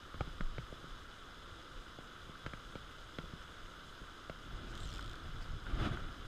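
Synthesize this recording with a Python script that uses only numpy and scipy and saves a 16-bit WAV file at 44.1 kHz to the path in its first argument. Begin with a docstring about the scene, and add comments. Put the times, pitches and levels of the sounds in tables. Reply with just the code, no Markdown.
"""Water spills steadily over a low weir, a wash full of tiny bubbles, heard through the closed case of
a camera worn by an angler. The case knocks softly on its mount and wind buffets it. Near the end fly
line is pulled off the reel: the line zips through the rod guides, the pawl clicks over the spool's
teeth, tackle taps lightly and a jacket sleeve sweeps close past."""
import sys
import numpy as np
from scipy import signal
from scipy.fft import rfft, irfft
from scipy.io import wavfile
from scipy.ndimage import uniform_filter1d

SR = 44100
rng = np.random.default_rng(int(sys.argv[2]) if len(sys.argv) > 2 else 0)


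def generate_wav(sig):
    """Save sig (samples, or channels by samples) to the path in sys.argv[1] as 16-bit PCM at SR."""
    pcm = np.round(np.clip(np.atleast_2d(sig).T, -1, 1) * 32767).astype(np.int16)
    wavfile.write(sys.argv[1], SR, pcm)


N = 276507
T = np.arange(N) / SR

# the case's boxy colour on the water and the sleeve: (centre [Hz], width [Hz], lift [dB])
CASE_RESONANCES = [(317, 120, 4), (1348, 690, 16.5), (2030, 96, 5), (3070, 463, 9), (3424, 162, 9),
                   (3762, 520, 8), (5054, 410, 6), (6530, 550, 4)]
# tone curves of water, wind and cloth: (frequency [Hz], relative level [dB])
WATER_SPECTRUM = [(30, 10), (100, 4), (200, 2), (300, -1.5), (500, 0), (850, -11.5), (2400, -11),
                  (4400, -14.5), (5600, -18), (7500, -20.5), (10000, -26.5), (15000, -32.5)]
WIND_SPECTRUM = [(12, -16), (24, -1), (40, -4.5), (65, -10.5), (130, -15), (250, -33.5), (500, -43.5),
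                 (1200, -55), (4000, -89)]
SLEEVE_SPECTRUM = [(30, -13), (120, 4), (230, 4), (330, 0), (480, -7), (720, -5.5), (950, -20),
                   (1300, -18.5), (2300, -14.5), (3400, -21.5), (4500, -24.5), (6500, -34), (11000, -41),
                   (15000, -56)]
# gusts on the case: (peak time [s], relative level [dB], rise [s], fall [s])
GUSTS = [(0.21, -49, 0.04, 0.099), (0.47, -49.5, 0.079, 0.16), (2.45, -57, 0.093, 0.13),
         (3.3, -62, 0.12, 0.12), (4.9, -48.5, 0.29, 0.39), (5.45, -46.5, 0.2, 0.64),
         (5.82, -40, 0.078, 0.23)]
# low thuds of the first loud knocks, and slow shoves on the case: (time [s], level [dB], pitch [Hz])
LOW_BUMPS = [(0.216, -39, 120), (0.411, -32.5, 160), (0.452, -28.5, 19.7), (0.596, -37, 137),
             (0.929, -43, 31), (1.527, -46, 88), (1.778, -41.5, 30), (3.41, -48, 46), (3.651, -43.5, 24.5),
             (4.03, -48.5, 45), (5.743, -28.5, 43), (5.916, -29, 117)]
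# the case knocking on its mount:
# (time [s], level [dB], hardness as cut-off [Hz], hollow note [Hz], weight of the low modes [dB])
KNOCKS = [(0.1424, -37, 1390, 1100, 2), (.208, -24, 1480, 787, -3), (0.273, -37.5, 600, 418, 11),
          (0.4082, -31, 2430, 1230, 5), (0.582, -32, 2300, 505, 1), (0.7251, -38.5, 700, 610, 1.5),
          (0.841, -40.5, 600, 590, 6), (1.987, -38.5, 800, 680, 0), (2.2925, -41, 597, 380, 4),
          (2.463, -30, 2500, 1580, -0.5), (2.535, -34, 2050, 1550, 2.5), (2.7544, -32.5, 1910, 503, 3),
          (3.1855, -30, 2540, 510, 5.5), (3.235, -40, 450, 278, 8), (3.333, -35.5, 453, 252, 7),
          (4.015, -43, 600, 430, 4), (4.2971, -31, 2100, 634, 1)]
# the ring of the mount: (pitch [Hz], t60 [s], relative level [dB])
MOUNT_MODES = [(64.3, 0.064, -7.5), (157.7, 0.069, -6), (266, 0.022, -2.5), (568, 0.014, -2),
               (917, 0.048, -21.5), (1327, 0.026, -3.5), (2180, 0.008, -2), (3237, 0.037, -6),
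               (3900, 0.0065, -6.5)]
# light taps of tackle: (time [s], peak level [dB])
TACKLE_TAPS = [(4.7287, -45.5), (4.9929, -34), (5.141, -38.5), (5.667, -35.5), (5.9725, -32.5)]
# the arm lifts, brushes the case, sweeps past and settles:
# (peak time [s], level [dB], rise [s], fall [s])
ARM_STROKES = [(4.75, -54.5, 0.25, 1.4), (5.68, -47, 0.014, 0.081), (5.85, -37, 0.052, 0.09),
               (6.15, -61, 0.098, 0.83)]
# the line starts, runs and slips once more: (peak time [s], relative level [dB], rise [s], fall [s])
LINE_SLIDES = [(4.715, 0, 0.018, 0.015), (4.9, -0.5, 0.13, 0.18), (5.425, -1, 0.015, 0.025)]
# the spool turns fastest in mid-pull, then runs down: (time [s], rate [teeth/s], click peak [dB])
SPOOL_RUN = [(4.753, 46, -42), (4.81, 31, -42.5), (4.87, 55, -46.5), (4.945, 102, -42), (5.02, 58, -45),
             (5.11, 57, -45.5), (5.18, 28, -45)]
# the ring of the pawl and its frame: (pitch [Hz], t60 [s], relative level [dB])
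PAWL_MODES = [(3180, 0.011, 6.5), (3540, 0.014, 2.5), (4100, 0.0063, 1.5), (5250, 0.0062, -1.5),
              (6620, 0.013, -12), (7170, 0.013, -9), (8370, 0.014, -11), (14500, .005, -24)]


def undb(db):
    """Decibels to gain."""
    return 10 ** (np.asarray(db) / 20)


def unit(x):
    """Scale to rms 1."""
    return x / np.std(x)


def add(out, s, x):
    """Mix a short sound in at time s."""
    i = int(s * SR)
    out[i:i + len(x)] += x[:N - i]


def walk(rate):
    """Glide to a new random value rate times a second; spread 1."""
    hold = max(int(SR / rate), 2)
    steps = np.repeat(rng.standard_normal(N // hold + 1), hold)
    return unit(uniform_filter1d(steps, hold)[:N])


def swell(peak_s, rise_s, fall_s):
    """A smooth rise to 1, then an exponential fall."""
    t = T - peak_s
    return np.exp(-.5 * (np.minimum(t, 0) / rise_s) ** 2 - np.maximum(t, 0) / fall_s)


def swells(rows):
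    """Envelope of overlapping swells, whose powers add."""
    return np.sqrt(sum((undb(db) * swell(s, rise_s, fall_s)) ** 2 for s, db, rise_s, fall_s in rows))


def butter(x, hz, kind, order=2):
    """Smooth low-, high- or band-pass."""
    return signal.sosfilt(signal.butter(order, hz, kind, fs=SR, output="sos"), x)


def colour(x, curve, peaks=(), size=8192):
    """Minimum-phase EQ: a tone curve with bell-shaped resonances on top."""
    f = np.arange(size // 2 + 1) * SR / size
    hz, db = np.transpose(curve)
    bells = sum(lift * .5 ** ((2 * (f - centre) / width) ** 2) for centre, width, lift in peaks)
    gain = undb(np.interp(np.log(f + 1), np.log(hz), db) + bells)
    cepstrum = irfft(np.log(gain))
    cepstrum[1:size // 2] *= 2
    cepstrum[size // 2 + 1:] = 0
    return signal.fftconvolve(x, irfft(np.exp(rfft(cepstrum))))[:len(x)]


def ring(t, hz, t60):
    """One dying mode."""
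    return np.sin(2 * np.pi * hz * t) * np.exp(-np.log(1000) * t / t60)


def burst(t, decay_s):
    """A dying puff of noise."""
    return rng.standard_normal(len(t)) * np.exp(-t / decay_s)


def bubbles(spread_db=3.0, cycles=13.0, glide=0.089, count=7000, size=700):
    """Air trapped by the falling sheet: short rings that rise in pitch, most faint, a few near."""
    when, pitch, nearness = rng.random((count, 3)).T
    hz = 600 * 10 ** pitch[:, None]  # 600 to 6000 Hz
    t = np.arange(size) / SR
    life_s = cycles / hz
    rising_hz = hz * (1 + glide * np.minimum(t / life_s, 1))
    grains = ring(t, rising_hz, life_s) * hz
    grains *= undb(spread_db * np.minimum(-np.log(1 - nearness), 4))[:, None]
    places = (when * N).astype(int)[:, None] + np.arange(size)
    return unit(np.bincount(places.ravel(), grains.ravel(), N)[:N])


def weir(level_db=-53.5, surge_db=0.23, flutter_db=0.7, bubble_db=-10, bands=12):
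    """A long sheet of water: the far part is a wash whose bands flutter, the near part bubbles."""
    edges_hz = np.geomspace(20, 18000, bands + 1)
    wash = np.zeros(N)
    for band_hz in zip(edges_hz, edges_hz[1:]):
        band = butter(rng.standard_normal(N), band_hz, "bandpass", order=3)
        wash += band * undb(flutter_db * walk(rate=21.78))
    water = colour(unit(wash) + undb(bubble_db) * bubbles(), WATER_SPECTRUM, CASE_RESONANCES)
    return unit(water) * undb(level_db + surge_db * walk(rate=4.63))


def wind(breeze_db=-61, gain_db=3.5, buffet_db=3.0):
    """Eddies push on the case: a lumpy rumble that swells with each gust."""
    force = np.hypot(undb(breeze_db), swells(GUSTS))
    eddies = colour(rng.standard_normal(N), WIND_SPECTRUM) * undb(buffet_db * walk(rate=14))
    return unit(eddies) * force * undb(gain_db)


def low_bumps(width_cycles=0.58):
    """Single bass pulses: the low thuds of the first loud knocks, and slow shoves on the case."""
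    out = np.zeros(N)
    for s, db, hz in LOW_BUMPS:
        cycles = (s - T) * hz
        out += undb(db) * np.sin(2 * np.pi * cycles) * np.exp(-.5 * (cycles / width_cycles) ** 2)
    return out


def case_knocks(scuff_db=-7, hollow_db=-4, snap_db=-1, low_modes_below_hz=350):
    """The case shifts on its mount: damped modes, a hollow note set by where it touches, a tiny scuff."""
    out, t = np.zeros(N), np.arange(4000) / SR
    hardest_hz = max(row[2] for row in KNOCKS)
    for s, db, hard_hz, hollow_hz, weight_db in KNOCKS:
        detune = 1 + .04 * rng.standard_normal(len(MOUNT_MODES))
        body = np.zeros(len(t))
        for k, (hz, t60, mode_db) in enumerate(MOUNT_MODES):
            gain = undb(mode_db + weight_db * (hz < low_modes_below_hz))
            body += (-1) ** k * gain * ring(t, hz * detune[k], t60)
        hollow = undb(hollow_db) * ring(t, hollow_hz, t60=0.024)
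        scuff = undb(scuff_db) * burst(t, decay_s=0.0081)
        # a softer contact pushes longer and so sounds duller
        knock = butter(body - hollow + scuff, hard_hz, "lowpass")
        # the harder the contact, the more plastic snap
        snap = butter(burst(t, decay_s=0.0023), (1100, 3400), "bandpass", order=3)
        snap *= undb(snap_db) * (hard_hz / hardest_hz) ** 2
        add(out, s, undb(db) * (knock / np.abs(knock).max() + snap))
    return out


def tackle_taps(tap_hz=1430):
    """Small hard taps of tackle ring the case's main resonance: one short note each."""
    out, t = np.zeros(N), np.arange(1200) / SR
    note = butter(ring(t, tap_hz, t60=0.012), (900, 2200), "bandpass", order=1)
    for s, db in TACKLE_TAPS:
        add(out, s, undb(db) * note / np.abs(note).max())
    return out


def sleeve(grain_db=0.4, fold_db=1.66):
    """Stiff cloth catches and slips in dense tiny steps, louder as each fold passes."""
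    slips = rng.standard_normal(N) * undb(grain_db * walk(rate=700) + fold_db * walk(rate=60))
    return unit(colour(slips, SLEEVE_SPECTRUM, CASE_RESONANCES)) * swells(ARM_STROKES)


def fly_line(slow_hz=4770, fast_hz=7950, roughness_hz=400,
             zip_db=-67, octave_db=1, broken_db=2.5, rasp_db=-67, hiss_db=-80):
    """Textured line chatters over the guides: a broken zip, its lower octave, dry rasp and thin hiss."""
    speed = swell(peak_s=4.845, rise_s=0.07, fall_s=0.05)  # one pull that quickens and slackens
    hz = slow_hz + (fast_hz - slow_hz) * speed
    phase = 2 * np.pi * np.cumsum(hz) / SR
    upper = unit(butter(rng.standard_normal(N), roughness_hz, "lowpass") * np.sin(phase))
    lower = unit(butter(rng.standard_normal(N), roughness_hz / 2, "lowpass") * np.sin(phase / 2))
    rasp = unit(butter(rng.standard_normal(N), (3300, 7800), "bandpass", order=3))
    hiss = unit(butter(rng.standard_normal(N), 8000, "highpass"))
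    zipping = (upper + undb(octave_db) * lower) * undb(zip_db + broken_db * walk(rate=60))
    return (zipping + undb(rasp_db) * rasp + undb(hiss_db) * hiss) * swells(LINE_SLIDES)


def spool_teeth():
    """Time and peak level of a click for each tooth that the turning spool carries past the pawl."""
    times, rates, levels_db = np.transpose(SPOOL_RUN)
    turning = (T > times[0]) & (T < times[-1])
    teeth_passed = np.ceil(np.cumsum(np.interp(T, times, rates) * turning) / SR)
    click_times = T[np.flatnonzero(np.diff(teeth_passed))]
    return zip(click_times, np.interp(click_times, times, levels_db))


def reel(detune=0.019, uneven_db=2, scrape_db=-7, bounce_s=.0013, bounce_db=-6):
    """Each tooth scrapes under the pawl and snaps it back; it bounces once and its metal rings briefly."""
    out, t = np.zeros(N), np.arange(1100) / SR
    for s, db in spool_teeth():
        metal = np.zeros(len(t))
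        for k, (hz, t60, mode_db) in enumerate(PAWL_MODES):
            gain = undb(mode_db + uneven_db * rng.standard_normal())
            metal += (-1) ** k * gain * ring(t, hz * (1 + detune * rng.standard_normal()), t60)
        scrape = butter(undb(scrape_db) * burst(t, decay_s=.0016), 8300, "lowpass", order=1)
        click = butter(metal + scrape, 3040, "highpass", order=3)
        click *= undb(db) / np.abs(click).max()
        add(out, s, click)
        add(out, s + bounce_s * (.5 + rng.random()), undb(bounce_db) * click)
    return out


def scene():
    """The weir, the wind and the angler's gear, mixed in mono."""
    mix = weir() + wind() + low_bumps() + case_knocks() + tackle_taps() + reel() + fly_line() + sleeve()
    return mix[None]


def record(dry):
    """The camera cuts the top end steeply above 15.2 kHz."""
    return signal.sosfilt(signal.ellip(10, .2, 70, 15200, fs=SR, output="sos"), dry)


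dry = scene()
out = record(dry)
generate_wav(out)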